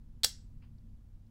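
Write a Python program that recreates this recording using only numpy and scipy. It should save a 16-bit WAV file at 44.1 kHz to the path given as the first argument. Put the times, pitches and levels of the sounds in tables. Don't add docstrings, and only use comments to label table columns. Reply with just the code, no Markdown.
import sys
import numpy as np
from scipy import signal
from scipy.fft import rfft, irfft
from scipy.io import wavfile
from scipy.ndimage import uniform_filter1d

SR = 44100
rng = np.random.default_rng(int(sys.argv[2]) if len(sys.argv) > 2 else 0)


def log_audio(samples):
    frames = np.atleast_2d(samples).T
    limited = np.clip(frames, -1, 1)
    pcm = np.round(limited * 32767).astype(np.int16)
    wavfile.write(sys.argv[1], SR, pcm)


N = 57330

# frequency in Hz, level in dB before the swell.
HUM_TONES = [(63, -62.5), (138, -69.5), (160, -70), (219, -72), (230, -71.5), (495, -90.5)]
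# time in seconds, gain in dB.
SWELL = [(0, -0.5), (0.2, 1), (0.55, 1.5), (0.85, 1), (1.0, 0.5), (1.2, -2.5), (1.3, -1.5)]
# time in seconds, level in dB about which it wavers.
DRONE_LEVELS = [(0, -63), (0.3, -63), (0.45, -57.5), (0.8, -57), (1.3, -60)]
# frequency in Hz, relative level in dB.
RUMBLE_SPECTRUM = [(15, -4), (35, 2), (55, -6), (80, -12.5), (130, -24), (400, -67.5)]
AIR_SPECTRUM = [(60, -4.5), (130, 3), (190, -5.5), (240, -4.5), (280, -11), (350, -16), (450, -26),
                (1000, -47)]
HISS_SPECTRUM = [(300, -1), (600, 3), (1000, -0.5), (2200, -9), (5000, -12), (15000, -23.5)]
# start in seconds, relative level in dB.
CATCH_SLIPS = [(0.2341, -25), (0.2350, -21.5), (0.2386, -19)]
LID_BLOWS = [(0.2446, -11.5), (0.2457, -12.5), (0.2468, -16), (0.2479, -16)]
KNOCKS = [(0.618, -75), (0.624, -71), (0.637, -72)]
HINGE_TICKS = [(0.783, -72.5), (0.894, -83), (1.265, -77.5)]
# frequency in Hz, relative level in dB.
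CATCH_SPECTRUM = [(300, -25.5), (1000, -26), (1800, -11.5), (2600, -14.5), (4000, 3.5), (5600, -17.5),
                  (7800, -11.5), (9000, -12.5), (15500, -14)]
LID_SPECTRUM = [(150, -16), (370, -24), (520, -18), (800, -17), (1100, -17), (1600, -13.5), (2500, -12.5),
                (3300, -6.5), (4000, -1.5), (5000, 3.5), (6500, -5.5), (8000, -3), (9000, -11.5),
                (15500, -13.5)]
KNOCK_SPECTRUM = [(400, -7), (1000, 2), (2000, 0), (2900, 3.5), (3700, -8.5), (5000, -6.5), (7000, -45),
                  (14000, -38)]
TICK_SPECTRUM = [(1500, -25), (3300, -12), (4300, 0), (5400, 1), (6500, -25), (12000, -27)]
# frequency in Hz, relative level in dB, time to fall 60 dB in seconds.
CATCH_MODES = [(1858, -26, 0.019), (3340, -18, 0.018), (3625, -10, 0.017), (3925, -6, .025),
               (4270, -7.5, 0.027), (4480, -11.5, 0.043), (5100, -16, 0.019), (6412, -16, 0.025),
               (7840, -17, 0.035)]
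LID_MODES = [(1793, -37.5, 0.076), (3380, -32, .14), (4560, -20.5, .04), (4490, -22, .035),
             (4666, -16.5, .035), (4885, -28, 0.057), (4970, -13, .025), (5500, -28, .08),
             (5700, -17.5, 0.015), (6240, -32, 0.12), (6985, -32.5, .12), (7320, -32, .12),
             (8000, -21.5, .07)]
RECOIL_MODES = [(48.2, 9.5, .1), (156.6, -8.5, 0.12), (255, -9, 0.069), (494, -0.5, 0.057),
                (590, -5.5, 0.023), (780, -9, .03)]
# frequency in Hz, relative level in dB.
ROOM_SPECTRUM = [(200, -9), (600, -8.5), (1500, 0), (2400, 0), (3600, -3), (5500, 2), (6800, 2.5),
                 (8200, -0.5), (8900, -1), (15000, -1.5)]
# band centre in Hz, reverberation time in seconds.
ROOM_DECAY = [(300, 0.26), (1500, .33), (5000, 0.29), (8000, 0.3), (10000, .25), (15000, 0.15)]


def undb(db):
    return 10 ** (np.asarray(db) / 20)


def on_log(points, hz):
    freqs, values = np.array(points, float).T
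    return np.interp(np.log(np.maximum(hz, 1)), np.log(freqs), values)


def curve(points):
    times, values = np.array(points, float).T
    return np.interp(np.arange(N) / SR, times, values)


def noise(spectrum):
    gains = undb(on_log(spectrum, np.fft.rfftfreq(N, 1 / SR)))
    coloured = irfft(rfft(rng.standard_normal(N)) * gains, N)
    return coloured / coloured.std()


def drift(rate_hz):
    hold = int(SR / rate_hz)
    steps = np.repeat(rng.standard_normal(64), hold)[:N]
    return uniform_filter1d(uniform_filter1d(steps, hold), hold)


def hum_tone(hz, db, waver_db=2.5, waver_rad=0.99):
    phase = 2 * np.pi * (hz * np.arange(N) / SR + rng.random()) + waver_rad * drift(9.8)
    return np.sqrt(2) * undb(db + waver_db * drift(13)) * np.sin(phase)


def background():
    hum = sum(hum_tone(hz, db) for hz, db in HUM_TONES)
    air = undb(-63) * noise(AIR_SPECTRUM)
    rumble = undb(-52) * noise(RUMBLE_SPECTRUM)
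    hiss = undb(-81) * noise(HISS_SPECTRUM)
    drone = hum_tone(hz=97.4, db=curve(DRONE_LEVELS))
    return undb(curve(SWELL)) * (hum + air) + drone + rumble + hiss


def decay(start, t60):
    age = np.arange(N) / SR - start
    return (age >= 0) * np.exp(-np.log(1000) * np.maximum(age, 0) / t60)


def ring(start, modes):
    age = np.arange(N) / SR - start
    return sum(undb(db) * decay(start, t60) * np.sin(2 * np.pi * (hz * age + rng.random()))
               for hz, db, t60 in modes)


def tint(x, spectrum):
    gains = undb(on_log(spectrum, np.fft.rfftfreq(2048, 1 / SR)))
    cepstrum = irfft(np.log(gains))
    cepstrum[1:1024] *= 2
    cepstrum[1025:] = 0
    response = irfft(np.exp(rfft(cepstrum)))
    return signal.fftconvolve(x, response / np.linalg.norm(response))[:N]


def contact_noise(contacts, spectrum, t60):
    bursts = sum(undb(db) * decay(start, t60) * rng.choice([-1., 1.], N) for start, db in contacts)
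    return tint(bursts, spectrum)


def catch():
    ringing = sum(undb(db) * ring(start, CATCH_MODES) for start, db in CATCH_SLIPS)
    scrape = undb(-6) * contact_noise(CATCH_SLIPS, CATCH_SPECTRUM, t60=0.014)
    return ringing + scrape


def lid():
    start, blow_db = LID_BLOWS[0]
    metal = undb(blow_db + 2.5) * ring(start, LID_MODES)
    chatter = undb(-2) * contact_noise(LID_BLOWS, LID_SPECTRUM, t60=0.011)
    recoil = undb(-45) * ring(start, RECOIL_MODES)
    return metal + chatter + recoil


def reflections(x, desk_db=-12, tail_db=-18):
    hz = np.fft.rfftfreq(N, 1 / SR)
    diffuse = rfft(noise(ROOM_SPECTRUM))
    tail = 0
    for centre, t60 in ROOM_DECAY:
        band = on_log([(f, f == centre) for f, _ in ROOM_DECAY], hz)
        tail = tail + irfft(diffuse * band, N) * decay(start=0.007, t60=t60)
    desk = rng.standard_normal(N) * decay(start=0.005, t60=0.13)
    response = undb(tail_db) * tail / np.linalg.norm(tail) + undb(desk_db) * desk / np.linalg.norm(desk)
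    return signal.fftconvolve(x, response)[:N]


def knock():
    return contact_noise(KNOCKS, KNOCK_SPECTRUM, t60=0.17)


def hinge_ticks():
    return contact_noise(HINGE_TICKS, TICK_SPECTRUM, t60=0.025)


def scene():
    lighter = catch() + lid()
    return (background() + lighter + reflections(lighter) + knock() + hinge_ticks())[None]


def record(dry, cutoff_hz=15650):
    return signal.sosfilt(signal.ellip(8, .2, 70, cutoff_hz, fs=SR, output="sos"), dry)


dry = scene()
out = record(dry)
log_audio(out)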